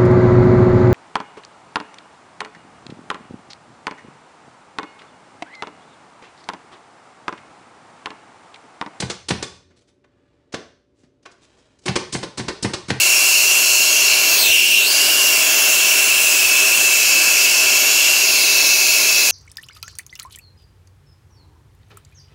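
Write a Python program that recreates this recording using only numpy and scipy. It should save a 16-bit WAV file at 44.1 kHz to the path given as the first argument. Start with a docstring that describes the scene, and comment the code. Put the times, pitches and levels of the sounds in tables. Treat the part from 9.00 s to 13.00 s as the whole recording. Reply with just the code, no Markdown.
"""On a stone kitchen counter, a spring-loaded plastic hand chopper works on a mat. Each stroke is a clack as
the palm meets the plunger, a crunching thud as the blades land, and a knock as the spring throws the plunger
back. Each hit cracks and rings the housing. Between two runs of strokes the chopper is lifted and set down in a
new place on the mat. The kitchen echoes a little and hums faintly."""
import sys
import numpy as np
from scipy import signal
from scipy.fft import rfft, irfft
from scipy.io import wavfile

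SR = 44100
rng = np.random.default_rng(int(sys.argv[2]) if len(sys.argv) > 2 else 0)


def store_pcm(level_fs):
    """Save levels as 16-bit WAV."""
    pcm = np.round(np.clip(level_fs, -1, 1) * 32767).astype(np.int16)
    wavfile.write(sys.argv[1], SR, np.atleast_2d(pcm).T)


N = 176400
SIZE = 32768  # samples in one short sound
TIME_S = np.arange(SIZE) / SR
GRID_HZ = np.maximum(np.arange(SIZE // 2 + 1) * SR / SIZE, 1)

# The blades land. Each row: start in seconds, then level, bass, treble and housing ring in dB,
# burst fade time in seconds, counter thud in dB.
BLADE_LANDINGS = [(0.0201, -5, -4.5, -5.5, -2, 0.0076, 3.5), (0.302, 2, -1.5, -3, -6.5, 0.0078, 5.5),
                  (2.8775, -0.5, -8.5, -0.5, -10, 0.0091, 4.5), (3.145, -4.5, 3, -10, -27, 0.0072, -4.5),
                  (3.393, -8, 5.5, -8, 1.5, 0.0064, -3), (3.643, -0.5, 7, -10, 0, 0.0099, 3.5),
                  (3.8992, 0.5, -2.5, -1.5, -13, .005, 3.5)]


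def from_db(db):
    """Turn decibels into a factor to multiply by."""
    return 10 ** (np.asarray(db) / 20)


def unit(x):
    """Scale to energy 1."""
    return x / np.sqrt(np.sum(x ** 2) + 1e-20)


def at_hz(points, hz, column=1):
    """Read between a table's rows, with frequency spaced in octaves."""
    table = np.array(points)
    return np.interp(np.log(hz), np.log(table[:, 0]), table[:, column])


def add(out, start_s, x):
    """Mix a sound in at its start time."""
    i = int(np.clip(start_s * SR, 0, N - 1))
    out[i:i + len(x)] += x[:N - i]


def colour(x, db):
    """Turn each frequency on GRID_HZ up or down, with no sound ahead of the hit (minimum phase)."""
    cepstrum = irfft(np.log(from_db(db)))
    cepstrum[1:SIZE // 2] *= 2
    cepstrum[SIZE // 2 + 1:] = 0
    response = irfft(np.exp(rfft(cepstrum)))
    return signal.fftconvolve(x, response)[:len(x)]


def shelves(bass_db, treble_db, bass_hz=320, treble_hz=3230):
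    """Bass and treble controls, as a curve in dB."""
    return bass_db / (1 + (GRID_HZ / bass_hz) ** 4) + treble_db / (1 + (treble_hz / GRID_HZ) ** 4)


def ripple(width_hz=22):
    """Random peaks and dips along frequency, about 1 in size."""
    smoothing = unit(signal.windows.gaussian(SIZE // 10, width_hz * SIZE / SR))
    return signal.fftconvolve(rng.standard_normal(len(GRID_HZ)), smoothing, "same")


def ring(x, modes):
    """A struck object rings with its own fading tones, a little different in strength each time."""
    t = np.arange(SR // 5) / SR
    response = 0
    for k, (hz, db, fade_s) in enumerate(modes):
        envelope = from_db(db + 2 * rng.normal() - 60 * t / fade_s)
        response += (-1) ** k * envelope * np.sin(2 * np.pi * hz * t)
    return signal.fftconvolve(x, response)[:SIZE]


def grains(per_s, spread_db):
    """Random clicks of uneven size."""
    sizes = from_db(spread_db * np.minimum(rng.exponential(1, SIZE), 4))
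    signs = rng.choice([-1, 1], SIZE)
    return sizes * signs * (rng.random(SIZE) < per_s / SR)


def kitchen_echo(x):
    """Add the room's echo; hands and chopper move, so each sound gets new reflections."""
    # Each row: frequency in Hz, seconds to fade by 60 dB, echo level in dB.
    room = [(80, 0.87, -8), (200, 0.26, -5.5), (550, 0.4, -5), (1500, 0.43, -5), (3750, .47, -8.5),
            (6210, .44, -2.5), (10100, 0.38, -10)]
    edges_hz = np.geomspace(50, 12800, 9)
    white, tail = rfft(rng.standard_normal(SIZE)), 0
    onset = np.clip((TIME_S - 0.0046) / 0.0014, 0, 1)  # the echo arrives a moment late
    for low, high in zip(edges_hz, edges_hz[1:]):
        centre_hz = np.sqrt(low * high)
        band = irfft(white * ((GRID_HZ >= low) & (GRID_HZ < high)))
        fade = from_db(-60 * TIME_S / at_hz(room, centre_hz))
        gain = np.sqrt(2 * (high - low) / SR) * from_db(at_hz(room, centre_hz, column=2))
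        tail += gain * unit(band * onset * fade)
    return x + signal.fftconvolve(x, tail)[:SIZE]


def background(air_db=-63.5):
    """Low air noise and the faint hum of an appliance, there from the start."""
    # The air's tone. Each row: frequency in Hz, relative level in dB.
    air_colour = [(25, -27.5), (62, -4.5), (90, -8), (118, -3.5), (165, -14), (270, -6.5), (380, -7.5),
                  (480, -12), (620, -24), (800, -27), (1500, -31), (3500, -36), (8000, -46), (11000, -54)]
    # The appliance's tones. Each row: frequency in Hz, level in dB.
    hum_tones = [(269, -74), (377, -75), (474, -84), (581, -74)]
    t = np.arange(N) / SR
    air = np.sqrt(N) * unit(colour(rng.standard_normal(N), at_hz(air_colour, GRID_HZ)))
    hum = sum(from_db(db) * np.sin(2 * np.pi * (hz * t + rng.random())) for hz, db in hum_tones)
    return from_db(air_db) * air + np.sqrt(2) * hum


def hit_burst(rise_s, fade_s):
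    """A dense burst of tiny clicks that swells and dies, giving each hit its short crack."""
    envelope = np.minimum(TIME_S / rise_s, 1) * np.exp(-np.maximum(TIME_S - rise_s, 0) / fade_s)
    burst = envelope * grains(per_s=4600, spread_db=3)
    for _ in range(3):  # even out the frequencies while keeping the burst short
        spectrum = rfft(burst)
        burst = irfft(spectrum / np.sqrt(np.abs(spectrum) + 1e-9)) * np.minimum(10 * envelope, 1)
    return unit(burst)


def plastic_hits(rows, tone, plastic, rise_s):
    """Each hit is a crack, shaped by the plastic's many small resonances, and it rings the housing."""
    # The housing's tones. Each row: frequency in Hz, level in dB, seconds to fade by 60 dB.
    housing_modes = [(374.4, -26, 0.083), (389, -36.5, 0.16), (523, -43, 0.053), (775, -36, .08),
                     (1034, -33, .08), (1098, -31, 0.079), (1573, -41, .06), (2163, -37, .08),
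                     (2664, -48.5, .06), (4170, -42.5, .05)]
    cup_hz, cup_width_hz = 1096, 63
    kept = 0.15  # share of the resonance pattern that stays as the grip changes
    depth_db = 4 / (1 + (520 / GRID_HZ) ** 2)  # shallower in the bass
    out = np.zeros(N)
    for start_s, db, bass_db, treble_db, ring_db, fade_s, *_ in rows:
        burst = hit_burst(rise_s, fade_s)
        pattern = np.sqrt(kept) * plastic + np.sqrt(1 - kept) * ripple()
        peaks_db = depth_db * 2 * np.tanh(pattern / 2) - depth_db ** 2 / 10
        # The hollow cup sounds whenever the housing rings freely.
        cup_db = 7 * min(from_db(ring_db), 1.5) / (1 + ((GRID_HZ - cup_hz) / cup_width_hz) ** 2)
        crack = colour(burst, at_hz(tone, GRID_HZ) + shelves(bass_db, treble_db) + peaks_db + cup_db)
        ringing = from_db(ring_db) * ring(burst, housing_modes)
        add(out, start_s, from_db(db) * kitchen_echo(crack + ringing))
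    return out


def palm_clacks(plastic):
    """The palm meets the plunger with a clack."""
    # Each row: start in seconds, then level, bass, treble and housing ring in dB,
    # burst fade time in seconds.
    presses = [(0.000, 1, 4.5, 0, -16, 0.0059), (0.284, 2.5, -6, -1.5, -7.5, 0.0082),
               (2.856, 3.5, 1, -6.5, 1.5, 0.013), (3.123, -2.5, 11, 5, -1, 0.027),
               (3.373, 2, 5.5, -4.5, -5, 0.016), (3.6245, -2.5, 13, 6.5, -15, 0.014),
               (3.881, -4, 12.5, -4, 4.5, 0.017)]
    # The clack's tone. Each row: frequency in Hz, boost in dB.
    tone = [(50, -2.5), (130, 8), (330, 11.5), (550, 5.5), (900, 2.5), (2000, 3), (4500, 10), (6800, 6.5),
            (8800, 6), (11000, -7.5)]
    return plastic_hits(presses, tone, plastic, rise_s=0.0047)


def blade_crunches(plastic):
    """The blades land on the pepper with a crunch."""
    # The crunch's tone. Each row: frequency in Hz, boost in dB.
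    tone = [(50, 5.5), (110, 19.5), (220, 24.5), (420, 23), (630, 15), (800, 22.5), (1150, 9.5), (1700, 17),
            (2250, 17), (2900, 15), (5000, 11.5), (8000, 1), (11000, -6.5)]
    return plastic_hits(BLADE_LANDINGS, tone, plastic, rise_s=0.0064)


def counter_thuds(delay_s=0.009, push_s=0.0026):
    """The landing blades push through the soft mat and set the counter booming."""
    # The counter's tones. Each row: frequency in Hz, level in dB, seconds to fade by 60 dB.
    counter_modes = [(84.9, -32, 0.25), (125.5, -23.5, 0.15), (196.9, -19.5, 0.088), (238, -28.5, .08),
                     (361, -35.5, 0.14)]
    out = np.zeros(N)
    push = np.sin(np.pi * np.minimum(TIME_S / push_s, 1))
    for start_s, *_, thud_db in BLADE_LANDINGS:
        boom = ring(push / push.sum(), counter_modes)
        add(out, start_s + delay_s, from_db(thud_db) * kitchen_echo(boom))
    return out


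def spring_knocks(plastic):
    """The spring throws the plunger back against its stop."""
    # Each row: start in seconds, then level, bass, treble and housing ring in dB,
    # burst fade time in seconds.
    returns = [(0.097, 0, -6.5, 2, -16, 0.0093), (0.424, -1, -0.5, 5, -15.5, .008),
               (2.9555, 8.5, -2, -1, -1, 0.0064), (3.228, 1, 0.5, -4.5, -5.5, 0.0087),
               (3.4805, 3.5, 0.5, -2.5, 1.5, 0.01), (3.7335, 1.5, -4, 2.5, -0.5, 0.0077)]
    # The knock's tone. Each row: frequency in Hz, boost in dB.
    tone = [(50, 9.5), (110, 9.5), (200, 10), (380, 21), (680, 10), (950, 8.5), (1900, 7.5), (4000, 9),
            (6500, 4.5), (9000, -2), (11000, -17.5)]
    return plastic_hits(returns, tone, plastic, rise_s=0.0045)


def cup_bumps(plastic):
    """The cup and the pepper bump about between the runs of strokes."""
    # Each row: start in seconds, then level, bass, treble and housing ring in dB,
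    # burst fade time in seconds.
    bumps = [(0.700, -30, 5.5, -4, -15, 0.027), (1.040, -25.5, -38, -10, -13, .004),
             (1.522, -17.5, -19, 12, -10, 0.011), (1.5385, 2.5, 0.5, 0.5, -13, 0.0048),
             (2.031, -33.5, 13.5, 3, -18, 0.019), (2.226, -40.5, -3, 13.5, -23, 0.0069),
             (2.253, -10, -20, -3, -0.5, 0.0054)]
    # The bump's tone. Each row: frequency in Hz, boost in dB.
    tone = [(50, -6.5), (120, 15), (380, 17.5), (700, 13), (950, 2.5), (1300, 10), (2800, 5), (6500, -2),
            (11000, -20)]
    return plastic_hits(bumps, tone, plastic, rise_s=0.0058)


def rustles():
    """Fingers and pepper pieces rub on the mat and the cup, making swells of fine clicks."""
    # Each row: start and length in seconds, level and treble in dB.
    slides = [(0.757, 0.05, -62.5, 4.5), (0.804, 0.032, -66, 5.5), (0.87, 0.042, -62.5, 3.5),
              (0.999, 0.63, -66.5, -13.5), (1.943, .13, -71.5, 5), (2.306, .025, -55.5, 5),
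              (2.409, 0.057, -57, 4.5), (2.3, 0.55, -60, -4), (2.562, 0.073, -62.5, 0),
              (2.786, 0.018, -60.5, 10.5), (2.813, 0.069, -57.5, 6)]
    # The rustle's tone. Each row: frequency in Hz, boost in dB.
    tone = [(200, 11), (500, 12.5), (1000, 3.5), (2300, 3.5), (5000, 2.5), (8000, -1.5), (11000, -15)]
    out = np.zeros(N)
    for start_s, length_s, db, treble_db in slides:
        swell = np.sin(np.pi * np.minimum(TIME_S / length_s, 1))
        friction = swell * np.sqrt(SIZE) * unit(grains(per_s=1500, spread_db=1.5))
        rustle = colour(friction, at_hz(tone, GRID_HZ) + shelves(0, treble_db) + 2 * ripple())
        add(out, start_s, from_db(db) * kitchen_echo(rustle))
    return out


def scene():
    """Mix the chopping, the handling and the background into one channel."""
    plastic = ripple()  # the plastic's own pattern of small resonances
    strokes = palm_clacks(plastic) + blade_crunches(plastic) + counter_thuds() + spring_knocks(plastic)
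    handling = cup_bumps(plastic) + rustles()
    return (strokes + handling + background())[None]


def record(dry, low_hz=35, high_hz=10800):
    """The small microphone loses the deep bass; the highest treble is cut steeply."""
    bass_cut = signal.butter(2, low_hz, "high", fs=SR, output="sos")
    treble_cut = signal.ellip(10, .3, 80, high_hz, fs=SR, output="sos")
    return signal.sosfilt(treble_cut, signal.sosfilt(bass_cut, dry))


dry = scene()
out = record(dry)
store_pcm(out)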